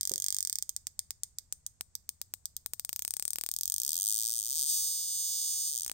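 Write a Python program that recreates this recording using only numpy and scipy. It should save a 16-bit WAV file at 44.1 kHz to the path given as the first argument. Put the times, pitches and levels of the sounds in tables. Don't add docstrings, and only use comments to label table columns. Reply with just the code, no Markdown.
import sys
import numpy as np
from scipy import signal
from scipy.fft import rfft, irfft
from scipy.io import wavfile
from scipy.ndimage import map_coordinates

SR = 44100
rng = np.random.default_rng(int(sys.argv[2]) if len(sys.argv) > 2 else 0)


def to_wav(sig):
    pcm = np.clip(np.atleast_2d(sig), -1, 1) * 32767
    pcm = np.round(pcm).astype(np.int16)
    wavfile.write(sys.argv[1], SR, pcm.T)


N = 261865

# pitch_hz, level_db (per Hz)
AIR_SPECTRUM = [(25, -7.5), (80, 1.5), (200, -16), (300, -26), (700, -29.5), (2000, -35), (3000, -40.5),
                (8000, -23.5), (16000, -76)]
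AIR_DB = -68.5

# time_s, rate_per_s
OPENING_RUN = [(0.0098, 46.5), (0.2979, 48.4), (0.3825, 50.07), (0.5013, 39.28)]
SPEED_UP = [(2.9293, 29.37), (3.0381, 36.25), (3.1376, 32.62), (3.2336, 36.73), (3.501, 39.18),
            (3.7636, 49.21), (4.0558, 105.2), (4.3739, 118.1), (4.4269, 98.16), (4.6056, 172.4),
            (4.611, 124.6), (4.6674, 154), (4.699, 377)]
WHINE = [(4.6995, 374.4), (4.93, 375.7), (5.15, 376.2), (5.681, 375.2)]
BACK_OFF = [(5.6822, 373), (5.7104, 149.5), (5.8496, 63), (5.9362, 51.4)]
# time_s, level_db
RUN_LEVEL = [(0, 7.5), (0.5, 8.5), (2.93, 6.5), (3.57, 6), (3.63, 8), (3.85, 7), (4.03, 6), (4.09, 8.5),
             (4.4, 4), (4.54, 5), (4.61, 8), (4.66, 5), (4.75, 5), (5.06, 0), (5.2, 2), (5.66, 2),
             (5.75, 5)]
# start_s, level_db, right_overload (0-1)
TICKS = [(0.5279, 8.5, 0.07), (0.556, 9, 0.06), (0.5862, 8, 0.2), (0.6246, 9, 0.02), (0.693, 8.5, 0.08),
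         (0.7643, 8, 0.04), (0.8695, 8.5, .4), (0.9922, 8.5, 0.06), (1.1068, 7, 0.52), (1.2343, 8, 0.02),
         (1.3856, 6, 0.12), (1.525, 6.5, 0.37), (1.6645, 4, 0.02), (1.8098, 6.5, 1), (1.9529, 5, 0.03),
         (2.0914, 6, 0.49), (2.2155, 6, 0.5), (2.3384, 6.5, 0.85), (2.456, 5.5, 0), (2.5663, 4.5, 0),
         (2.6612, 7, 1), (2.7353, 7, .75), (2.7964, 6, 0.53), (2.8489, 5, 0.51), (2.8926, 5.5, .75)]

# time_s, left_lead_ms, top_octave_db, hollow_ring_db, left_minus_right_db
GAP_AIM = [(0, 0.18, -6, -27.5, -5), (1.3, 0.24, -8.5, -25, -6), (2.4, 0.31, -4, -37, -2),
           (3.4, 0.3, -4.5, -36, -1), (3.8, 0.309, -2.5, -75, -1.5), (5.2, 0.3, -9.5, -74, -2.5)]
LEAD, TOP, HOLLOW, PAN = 1, 2, 3, 4
# pitch_hz, level_db
LEFT_PORT = [(1200, -37.5), (2650, -37), (3150, -26), (5800, -14.5), (7300, -9.5), (7850, -8.5),
             (8350, 0.5), (8800, 1.5), (9400, -19.5), (10100, -24.5), (11400, -11.5), (13000, -6),
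             (15700, -3.5), (16600, -28)]
RIGHT_PORT = [(1200, -42.5), (2650, -41), (3150, -20.5), (4050, -24), (4850, -9), (5600, -13.5),
              (6450, -5.5), (7700, -11.5), (8700, -4.5), (9400, -42), (10600, -50), (11800, -10.5),
              (15600, -13.5)]
HOLLOW_HZ, HOLLOW_WIDTH_HZ = 2100, 400
CAP_HZ, CAP_WIDTH_HZ = 3680, 200
DUCT_HZ, DUCT_WIDTH_HZ = 7150, 3500
WHINE_RING_HZ, WHINE_RING_WIDTH_HZ, WHINE_RING_DB = 1175, 170, -46

# time_s, chance (0-1)
POP_CHANCE = [(2.9, 0), (2.92, 1), (3.3, .95), (3.57, .65), (3.58, 0), (5.83, 0), (5.84, .75)]
POP_MEAN, POP_SPREAD, POP_LEAST = .62, .3, .01
POP_DB, SNAP_LOSS = -10, 0.65
BARK_HZ, BARK_WIDTH_HZ, BARK_DB, BARK_SPREAD = 2900, 1000, -11, .7

KNOCK_START_S, KNOCK_DB = 0.1138, -43
# pitch_hz, level_db, t60_s
KNOCK_MODES = [(202.07, -10, 0.12), (388, 10, 0.031), (525, -1, 0.068), (780, -21, 0.031)]
CUTOFF_HZ = 16500


def from_db(db):
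    return 10 ** (np.asarray(db) / 20)


def curve(rows, s, axis=1):
    rows = np.array(rows)
    return np.interp(s, rows[:, 0], rows[:, axis])


def gain_at(spectrum, hz):
    points = np.array(spectrum)
    level_db = np.interp(np.log(hz + 1), np.log(points[:, 0]), points[:, 1])
    return from_db(level_db)


def cut(x, hz, kind, order=2):
    sections = signal.butter(order, min(hz, .45 * SR), kind, fs=SR, output="sos")
    return signal.sosfilt(sections, x + 1e-18)


def resonate(x, hz, width_hz):
    r = np.exp(-np.pi * width_hz / SR)
    zeros = np.array([1, 0, -1]) * (1 - r * r) / 2
    poles = [1, -2 * r * np.cos(2 * np.pi * hz / SR), r * r]
    return signal.lfilter(zeros, poles, x + 1e-18)


def convolve(x, response):
    return signal.fftconvolve(x, response)[:N]


def drift(per_s, s):
    knots = rng.standard_normal(int(per_s * N / SR) + 3)
    return map_coordinates(knots, [s * per_s], mode="nearest")


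def scatter(start_s, t60, level_db):
    age = np.arange(SR // 2) / SR - start_s
    decay = (age > 0) * from_db(-60 * np.maximum(age, 0) / t60)
    cloud = rng.standard_normal(len(age)) * decay
    return from_db(level_db) * cloud / np.sqrt(np.sum(cloud ** 2))


def air(side_db=-8, wide_above_hz=250):
    hz = np.arange(N // 2 + 1) * SR / N
    mid, side = rfft(rng.standard_normal((2, N))) * gain_at(AIR_SPECTRUM, hz)
    width = np.minimum(from_db(side_db) * np.hypot(1, hz / wide_above_hz), 1)
    mid, side = irfft(mid, N), irfft(side * width, N)
    return from_db(AIR_DB) * np.array([mid + side, mid - side]) / np.std(mid)


def run(rates, looseness=0.015, jitter_s=3e-6, uneven_db=1.0):
    s = np.arange(rates[0][0], rates[-1][0], 1 / SR)
    cycles = np.cumsum(curve(rates, s)) / SR
    fired = np.interp(np.arange(int(cycles[-1]) + 1), cycles, s)
    wait_s = 1 / curve(rates, fired) - 1 / WHINE[-1][1]
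    chance = rng.standard_normal((len(fired), 3))
    wander_s = 1.6e-5 * drift(18, fired)
    fired = fired + wander_s + (jitter_s + looseness * wait_s) * chance[:, 0]
    snap_db = curve(RUN_LEVEL, fired) + uneven_db * chance[:, 1]
    popping = rng.random(len(fired)) < curve(POP_CHANCE, fired)
    overload = np.where(popping, POP_MEAN + POP_SPREAD * chance[:, 2], POP_LEAST)
    return np.column_stack([fired, snap_db, overload])


def clicks(s, heights, size=12):
    at = np.floor(s * SR).astype(int)[:, None] + np.arange(1 - size, size + 1)
    offset = at - s[:, None] * SR
    shape = np.sinc(offset) * np.cos(np.pi * offset / (2 * size)) ** 2
    places = np.clip(at, 0, N).ravel()
    return np.bincount(places, (heights[:, None] * shape).ravel(), N + 1)[:N]


def arrivals(s, heights, cooling_s=0.0067, count=4):
    sway, fickle, path_db, path_t60 = .35, .7, -11, .0045
    cooled = 1 - np.exp(-(np.diff(s, prepend=-1) / cooling_s) ** 2)
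    out = clicks(s, heights)
    for path in range(count):
        share = sway * drift(9, s) + fickle * cooled * rng.standard_normal(len(s))
        out = out + convolve(clicks(s, heights * share), scatter(0, path_t60, path_db))
    return out


def ringing(spectrum, size=1024):
    log_gain = np.log(gain_at(spectrum, np.arange(size // 2 + 1) * SR / size))
    cepstrum = irfft(log_gain)
    cepstrum[1:size // 2] *= 2
    cepstrum[size // 2 + 1:] = 0
    return irfft(np.exp(rfft(cepstrum)))


def surroundings():
    hand_and_body = scatter(start_s=.0012, t60=.035, level_db=-13)
    bench_echo = scatter(start_s=.008, t60=.015, level_db=-21)
    workshop = scatter(start_s=0.0075, t60=0.27, level_db=-19.0)
    return hand_and_body + bench_echo + cut(workshop, 11000, "low", order=1)


def port(s, snap_db, colour, split_hz=10200, cap_db=0, lowest_hz=800):
    now = np.arange(N) / SR
    snaps = arrivals(s, from_db(snap_db))
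    low = cut(cut(snaps, split_hz, "low"), split_hz, "low")
    top = cut(cut(snaps, split_hz, "high"), split_hz, "high")
    top = top * from_db(curve(GAP_AIM, now, TOP))
    hollow = resonate(snaps, HOLLOW_HZ, HOLLOW_WIDTH_HZ) * from_db(curve(GAP_AIM, now, HOLLOW))
    direct = cut(convolve(low + top, ringing(colour)) + hollow, lowest_hz, "high")
    direct = direct + from_db(cap_db) * resonate(direct, CAP_HZ, CAP_WIDTH_HZ)
    direct = direct - 2 * resonate(direct, DUCT_HZ, DUCT_WIDTH_HZ)
    return direct + convolve(direct, surroundings())


def pops(s, overload):
    heights = from_db(POP_DB) * overload
    barks = heights * (from_db(BARK_DB) + BARK_SPREAD * rng.standard_normal(len(s)))
    thud = cut(clicks(s, heights), 116, "high")
    return thud + resonate(clicks(s, barks), BARK_HZ, BARK_WIDTH_HZ)


def spark_plug(left_db=0, right_db=-0.1, left_pop_db=-20, pop_delay_s=.00002):
    whine = run(WHINE)
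    sparks = np.vstack([run(OPENING_RUN), TICKS, run(SPEED_UP), whine, run(BACK_OFF)])
    s, snap_db, overload = sparks[np.argsort(sparks[:, 0])].T
    overload = np.clip(overload, 0, 1)
    lead_s = curve(GAP_AIM, s, LEAD) / 1000
    pan_db = curve(GAP_AIM, s, PAN)
    loss_db = 20 * np.log10(1 - SNAP_LOSS * overload)
    left = port(s - lead_s / 2, snap_db + pan_db / 2 + left_db, LEFT_PORT)
    right = port(s + lead_s / 2, snap_db - pan_db / 2 + loss_db + right_db, RIGHT_PORT)
    pop = pops(s + lead_s / 2 + pop_delay_s, overload)
    whine_clicks = clicks(whine[:, 0], from_db(whine[:, 1] + WHINE_RING_DB))
    ring = resonate(whine_clicks, WHINE_RING_HZ, WHINE_RING_WIDTH_HZ)
    return np.array([left + from_db(left_pop_db) * pop, right + pop]) + ring


def knock(left_db=-9, right_db=3):
    age = np.maximum(np.arange(N) / SR - KNOCK_START_S, 0)
    body = np.zeros(N)
    for hz, mode_db, t60 in KNOCK_MODES:
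        envelope = from_db(KNOCK_DB + mode_db - 60 * age / t60)
        body += envelope * np.sin(2 * np.pi * hz * age)
    room = [convolve(body, scatter(start_s=0.025, t60=0.21, level_db=-11.5)) for side in range(2)]
    return body * from_db([[left_db], [right_db]]) + room


def scene():
    return air() + spark_plug() + knock()


def record(dry):
    sections = signal.ellip(10, .3, 80, CUTOFF_HZ, fs=SR, output="sos")
    return signal.sosfilt(sections, dry)


dry = scene()
out = record(dry)
to_wav(out)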